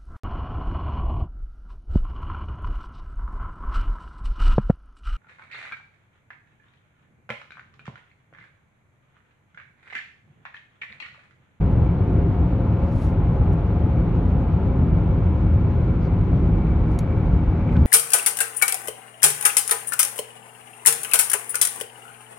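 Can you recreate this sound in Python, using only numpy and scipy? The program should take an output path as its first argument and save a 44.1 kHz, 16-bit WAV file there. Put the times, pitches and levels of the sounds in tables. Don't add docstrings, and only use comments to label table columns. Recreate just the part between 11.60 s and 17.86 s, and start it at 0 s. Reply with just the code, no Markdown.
import sys
import numpy as np
from scipy import signal
from scipy.fft import rfft, irfft, next_fast_len
from scipy.io import wavfile
from scipy.ndimage import uniform_filter1d

SR = 44100
rng = np.random.default_rng(int(sys.argv[2]) if len(sys.argv) > 2 else 0)


def transcribe(signal):
    frames = np.atleast_2d(signal).T
    limited = np.clip(frames, -1, 1)
    pcm = np.round(limited * 32767).astype(np.int16)
    wavfile.write(sys.argv[1], SR, pcm)


N = 276066
TIME = np.arange(N) / SR
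HZ = np.maximum(np.fft.rfftfreq(next_fast_len(N, True), 1 / SR), 1)
SIDES = np.array([[1], [-1]])


def from_db(db):
    return 10 ** (np.asarray(db) / 20)


def rms_one(x):
    return x / np.sqrt(np.mean(x ** 2) + 1e-20)


def in_time(rows):
    seconds, value = np.transpose(rows)
    return np.interp(TIME, seconds, value)


def at_hz(points):
    hz, value = np.transpose(points)
    return np.interp(np.log(HZ), np.log(hz), value)


def colour(points):
    low_hz, high_hz = points[0][0], points[-1][0]
    skirts = np.minimum(HZ / low_hz, 1) * np.minimum(high_hz / HZ, 1)
    return from_db(at_hz(points)) * skirts ** 6


def resonance(hz, width_hz):
    return 1 / (1 + ((HZ - hz) / width_hz) ** 2)


def white(count):
    return rng.standard_normal((count, len(HZ))) + 1j * rng.standard_normal((count, len(HZ)))


def drift(rate_hz):
    return rms_one(irfft(white(count=1)[0] * resonance(0, rate_hz))[:N])


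def cabin_noise(gain):
    # pitch_hz, likeness (0 to 1)
    likeness = [(40, 0.99), (220, 0.99), (400, 0.98), (620, 0.86), (1300, 0.87), (1900, 0.59), (2300, 0.43),
                (2700, 0.27), (5000, 0.027)]
    # pitch_hz, left_minus_right_db
    balance = [(35, -4.5), (75, 2), (140, 1.5), (220, -0.2), (400, 2.5), (600, 3.5), (850, 2.5),
               (1100, -0.5), (3000, 0.5), (5000, -1)]
    # pitch_hz, left_leads_rad
    lead = [(200, 0), (450, -0.34), (750, -0.47), (1100, -0.68), (1500, 0.78), (1950, 0.16), (2400, 0.72),
            (3000, -0.36)]
    mid, side = white(count=2)
    alike = at_hz(likeness)
    pair = np.sqrt(1 + alike) * mid + np.sqrt(1 - alike) * side * SIDES
    ear_gain = from_db(SIDES * at_hz(balance) / 2)
    ear_phase = np.exp(1j * SIDES * at_hz(lead) / 2)
    return rms_one(irfft(pair * ear_gain * ear_phase * gain)[:, :N])


def close_by(x):
    # pitch_hz, left_leads_rad
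    close_lead = [(6300, 0), (8000, 1.5), (9400, 3.1), (10200, 4.2), (11400, 6)]
    spectrum = rfft(x, 2 * (len(HZ) - 1))
    return irfft(spectrum * np.exp(1j * SIDES * at_hz(close_lead) / 2))[:, :N]


def steady(x, seconds):
    power = uniform_filter1d(np.mean(x ** 2, axis=0), max(int(seconds * SR), 1))
    return x / np.sqrt(power + 1e-12)


def below(x, hz):
    return signal.sosfiltfilt(signal.butter(2, hz, fs=SR, output="sos"), x)


def jolted(boom):
    # centre_s, peak_db, pitch_hz
    ridges = [(0.224, -8, 94), (0.543, -16.5, 80.4), (0.840, -9.5, 71), (1.092, -10.5, 74.5),
              (2.729, -11, 66.6), (3.67, -10.5, 78), (3.946, -9.5, 70), (4.05, -9, 99.3), (4.825, -12, 80),
              (4.929, -12, 64), (5.74, -9, 56), (5.891, -8.5, 56), (6.226, -9.5, 78)]
    jolt_s = 0.013
    unload = 0.43
    out = boom.copy()
    for centre_s, peak_db, pitch_hz in ridges:
        near = slice(*np.searchsorted(TIME, [centre_s - .06, centre_s + .06]))
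        age = TIME[near] - centre_s
        lift = np.exp(-(age / jolt_s) ** 2)
        thump = from_db(peak_db) * lift * np.cos(2 * np.pi * pitch_hz * age)
        out[:, near] = out[:, near] * (1 - unload * lift) + thump
    return out


def body(road_db):
    # (relative, per Hz)
    boom_spectrum = [(16, -33), (25, -22), (31, -15.5), (39, -5.5), (50, -1.5), (68, 1), (86, -1),
                     (104, .5), (130, -2.5), (146, -10), (200, -30)]
    # (relative, per Hz)
    drone_spectrum = [(110, -16.5), (148, -5), (160, 5), (180, 2.5), (203, -5.5), (222, -10), (238, -8.5),
                      (270, -7), (315, -11), (380, -29), (600, -69.5)]
    # time_s, change_db
    heave = [(0, 0.5), (0.9, -2.5), (1.6, 3), (2.3, -1), (3.4, 2), (4.1, -2.2), (4.7, 1.5), (5.3, 3),
             (5.75, 2), (6.2, 4)]
    # time_s, change_db
    panels = [(0, 0.5), (0.4, 0), (0.6, 0.5), (1.15, -0.5), (1.45, -0.5), (1.75, 0), (2.2, -0.5), (2.7, 1),
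              (3.02, -0.5), (3.2, 2), (3.6, 0), (4.0, -2), (4.4, -1), (4.83, 2.5), (5.15, -1), (5.5, -0.5),
              (6.25, 1.5)]
    heave_hz = 68
    boom_db, boom_follows = -20, 1.7
    drone_db, drone_follows = -25.5, 1.3

    boom = steady(cabin_noise(colour(boom_spectrum)), seconds=0.18)
    boom = from_db(boom_db + boom_follows * road_db) * boom
    deep = below(boom, heave_hz)
    heaving = from_db(in_time(heave)) * deep + (boom - deep)

    drone = steady(cabin_noise(colour(drone_spectrum)), seconds=.25)
    drone = from_db(drone_db + drone_follows * road_db + in_time(panels)) * drone
    return jolted(heaving) + drone


def hum(base_hz, orders, wander, flutter_db):
    turns = np.cumsum(base_hz * (1 + wander * drift(0.98))) / SR
    out = np.zeros(N)
    for multiple, level_db in orders:
        tone = np.sin(2 * np.pi * (multiple * turns + rng.random()))
        out += from_db(level_db) * rms_one(from_db(flutter_db * drift(0.7)) * tone)
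    return out


def drivetrain():
    # multiple, level_db (before the load)
    engine_orders = [(2, -37), (3, -38), (4, -44), (5, -52)]
    # multiple, level_db
    wheel_orders = [(4, -33), (6, -29), (19, -44)]
    # time_s, change_db
    load = [(0, -12.5), (0.9, -1), (1.9, -2.5), (3.4, 0), (4.4, -1.2), (6.25, 6)]
    firing_hz, wheel_hz = 77.8, 13.33
    engine = from_db(in_time(load)) * hum(firing_hz, engine_orders, wander=.003, flutter_db=3.0)
    wheels = hum(wheel_hz, wheel_orders, wander=0.0033, flutter_db=2.0)
    return (engine + wheels) * from_db(SIDES * 0.36)


def wavering(x, share):
    sway = drift(1.5)
    warped = TIME + np.cumsum(share * (sway - sway.mean())) / SR
    return np.array([np.interp(warped, TIME, side) for side in x])


def unsteady_top(x):
    spread_db, rate_hz, split_hz = 1.8, 35, 4600
    low = below(x, split_hz)
    return low + from_db(spread_db * drift(rate_hz)) * (x - low)


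def tyres(road_db):
    # (relative, per Hz)
    roar_spectrum = [(230, -42), (320, 0.5), (385, 1), (455, -4), (520, -4), (580, -7.5), (780, -10),
                     (920, -13.5), (1200, -23), (2000, -54)]
    # (relative, per Hz)
    hiss_spectrum = [(600, -11), (1020, 5), (1170, -0.5), (1380, 0.5), (1750, -8.5), (2250, -9.5),
                     (2750, -13.5), (3400, -19), (4200, -24.5), (5200, -33.5), (6700, -35.5), (8200, -54.5),
                     (12000, -38.5)]
    # pitch_hz, width_hz, level_db (against the roar), left_minus_right_db
    cabin = [(541.3, 11, -11, -1.5), (707.8, 15, -14.5, 2.5), (862, 37, -13.5, 0.5), (1325, 40, -28, 0.5),
             (502, 9.3, -15.5, 3), (379.2, 12, -10, 0.5), (314.6, 6.4, -12, 0.5)]
    # centre_s, rise_db, resonance number (from 0)
    swells = [(0.72, 5.5, 1), (1.22, 6, 0), (1.8, 3.5, 2), (2.1, 5, 1), (6.15, 4, 2), (6.15, 4, 3)]
    # time_s, change_db
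    tread = [(0, 0.5), (0.6, -2), (1.3, 2), (2.2, 0), (3.2, 1), (3.9, -2.5), (4.6, -2.5), (5.3, 0.5),
             (6.25, -0.5)]
    # time_s, change_db
    growl_curve = [(0, 0.5), (0.35, 3.5), (0.45, 2), (0.55, 6.5), (0.75, 2), (1.2, 0), (1.45, -7),
                   (1.6, -3), (2.0, 1.5), (2.8, 1), (3.2, -1), (3.62, 1), (3.92, -2), (4.3, 3), (4.55, 0.5),
                   (4.82, 3.5), (5.2, 1), (5.39, -3.5), (5.54, 2), (5.8, -1.5), (6.12, 3.5), (6.25, -0.5)]
    swell_s = 0.33
    ring_wander = 0.01078
    growl_hz = 444
    roar_db, roar_follows = -33.5, 0.47
    hiss_db = -44

    roar = steady(cabin_noise(colour(roar_spectrum)), seconds=0.27)
    for number, (hz, width_hz, level_db, pan_db) in enumerate(cabin):
        swell_db = np.zeros(N)
        for centre_s, rise_db, which in swells:
            if which == number:
                swell_db += rise_db * np.exp(-((TIME - centre_s) / swell_s) ** 2)
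        ring = steady(cabin_noise(resonance(hz, width_hz)), seconds=0.39)
        ring = wavering(ring, ring_wander)
        roar = roar + from_db(level_db + swell_db + SIDES * pan_db / 2) * ring
    roar = from_db(roar_db + roar_follows * road_db) * rms_one(roar)

    growl = below(roar, growl_hz)
    upper = roar - growl
    hiss = from_db(hiss_db) * unsteady_top(cabin_noise(colour(hiss_spectrum)))
    return from_db(in_time(growl_curve)) * growl + from_db(in_time(tread)) * upper + hiss


def fan():
    # (relative, per Hz)
    rush_spectrum = [(800, -2), (1300, 3.5), (2500, -10), (4500, -24), (8000, -34)]
    speed_m_per_s, pass_s, height_m = 18, 5.85, 8.2
    overhead_db, loss_db_per_doubling = -55, 2.5
    flutter_db = 1.8
    rush_db = -52
    distance_m = np.hypot(height_m, speed_m_per_s * (TIME - pass_s))
    nearness = height_m / distance_m
    whine_db = overhead_db + loss_db_per_doubling * np.log2(nearness) + flutter_db * drift(6)
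    whine = resonance(hz=2305, width_hz=31) + from_db(-9.0) * resonance(hz=2150, width_hz=130)
    rush = from_db(rush_db) * nearness * cabin_noise(colour(rush_spectrum))
    return from_db(whine_db) * cabin_noise(whine) + rush


def plastic():
    # start_s, level_db (before a common 10 dB cut)
    clicks = [(0.114, -65), (1.932, -55), (2.27, -68), (2.715, -64), (3.057, -68), (5.315, -58),
              (5.3893, -35), (5.3906, -36), (5.403, -54), (6.222, -60)]
    # pitch_hz, level_db (within the click), t60_s
    part_modes = [(1800, -1.5, .012), (2300, 0, .014), (2740, -1.5, 0.027), (3820, 1, .02),
                  (4330, 2, 0.018), (5730, -0.5, 0.02), (6570, 2, 0.018), (7420, -0.5, 0.022),
                  (8300, 2, 0.018), (8870, 6.5, 0.017), (9650, -1, 0.021), (10160, 7, 0.019),
                  (11420, 5, .02)]
    crack_db, crack_t60_s = 9, .007
    scatter_db, scatter_t60_s = -4, 0.063
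    t = TIME[:SR // 8]
    out = np.zeros(N + len(t))
    for start_s, level_db in clicks:
        modes = np.zeros(len(t))
        for hz, mode_db, t60_s in part_modes:
            modes += from_db(mode_db - 60 * t / t60_s) * np.sin(2 * np.pi * (hz * t + rng.random()))
        crack = from_db(crack_db - 60 * t / crack_t60_s)
        scatter = from_db(scatter_db - 60 * t / scatter_t60_s)
        burst = (crack + scatter) * rng.standard_normal(len(t))
        start = round(start_s * SR)
        out[start:start + len(t)] += from_db(level_db - 10.0) * (modes + burst)
    return close_by(out[:N])


def brushes():
    # centre_s, half_s (peak to 1/e), peak_db, top_hz
    strokes = [(1.3, 0.09, -68.5, 8000), (1.35, 0.04, -65, 11000), (1.43, 0.062, -57, 11000),
               (3.79, .04, -73, 7060), (4.426, 0.01, -63.5, 5800), (4.452, 0.026, -61.5, 5800),
               (4.8, 0.077, -73, 7200), (5.33, 0.039, -67, 11000), (6.175, .09, -67, 9000)]
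    # (relative, per Hz)
    fabric = [(2800, -1), (4300, 2), (5700, -1), (7400, -3), (8800, 2.5), (10400, 3), (11400, 0)]
    grain_db, grain_rate_hz = 2.3, 110
    out = np.zeros(N)
    for centre_s, half_s, peak_db, top_hz in strokes:
        band = colour(fabric) * (1 + (HZ / top_hz) ** 16) ** -.5
        friction = irfft(white(count=1)[0] * band)[:N]
        friction = rms_one(friction * from_db(grain_db * drift(grain_rate_hz)))
        out += from_db(peak_db) * np.exp(-((TIME - centre_s) / half_s) ** 2) * friction
    return close_by(out)


def knocks():
    # start_s, level_db (before onset), pitch_hz, t60_s
    hits = [(6.002, -43, 2280, 0.061), (6.090, -37, 2290, 0.035), (6.119, -41.5, 2250, 0.1),
            (6.153, -37, 1520, 0.11), (6.156, -44.5, 2290, 0.12), (6.096, -45.5, 2980, 0.055),
            (6.166, -41, 1480, 0.08)]
    width = 0.073
    out = np.zeros((2, N))
    for start_s, level_db, hz, t60_s in hits:
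        age = np.maximum(TIME - start_s, 0)
        onset = 1 - np.exp(-age / 0.0013)
        cluster = steady(cabin_noise(resonance(hz, width * hz)), seconds=0.017)
        out += from_db(level_db - 60 * age / t60_s) * onset * cluster
    return out


def snap():
    start_s, hz, t60_s = 6.1677, 3000, .002
    level_db = -26.5
    age = np.maximum(TIME - start_s, 0)
    ring = from_db(level_db - 60 * age / t60_s) * np.sin(2 * np.pi * hz * age)
    band = signal.butter(2, [2300, 4800], "band", fs=SR, output="sos")
    return close_by(signal.sosfilt(band, ring))


def scene():
    # time_s, roughness_db (against the usual)
    road = [(0.0, 0.5), (0.2, 1.5), (0.36, -0.2), (0.56, 1.15), (1.4, -1), (1.88, 1), (2.08, -1.1),
            (2.32, 0.5), (3.0, -0.2), (3.32, 0.6), (3.8, 0.3), (4.04, 1.5), (4.32, 0), (4.84, 1),
            (5.48, -1.1), (5.72, 0), (6.04, -2.5), (6.24, 2.5)]
    road_db = in_time(road)
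    ride = body(road_db) + drivetrain() + tyres(road_db)
    return ride + fan() + plastic() + brushes() + knocks() + snap()


def record(dry):
    cutoff_hz = 12000
    opening = np.minimum(TIME / .008, 1)
    low_pass = signal.ellip(10, .1, 80, cutoff_hz, fs=SR, output="sos")
    return signal.sosfilt(low_pass, dry * opening)


dry = scene()
out = record(dry)
transcribe(out)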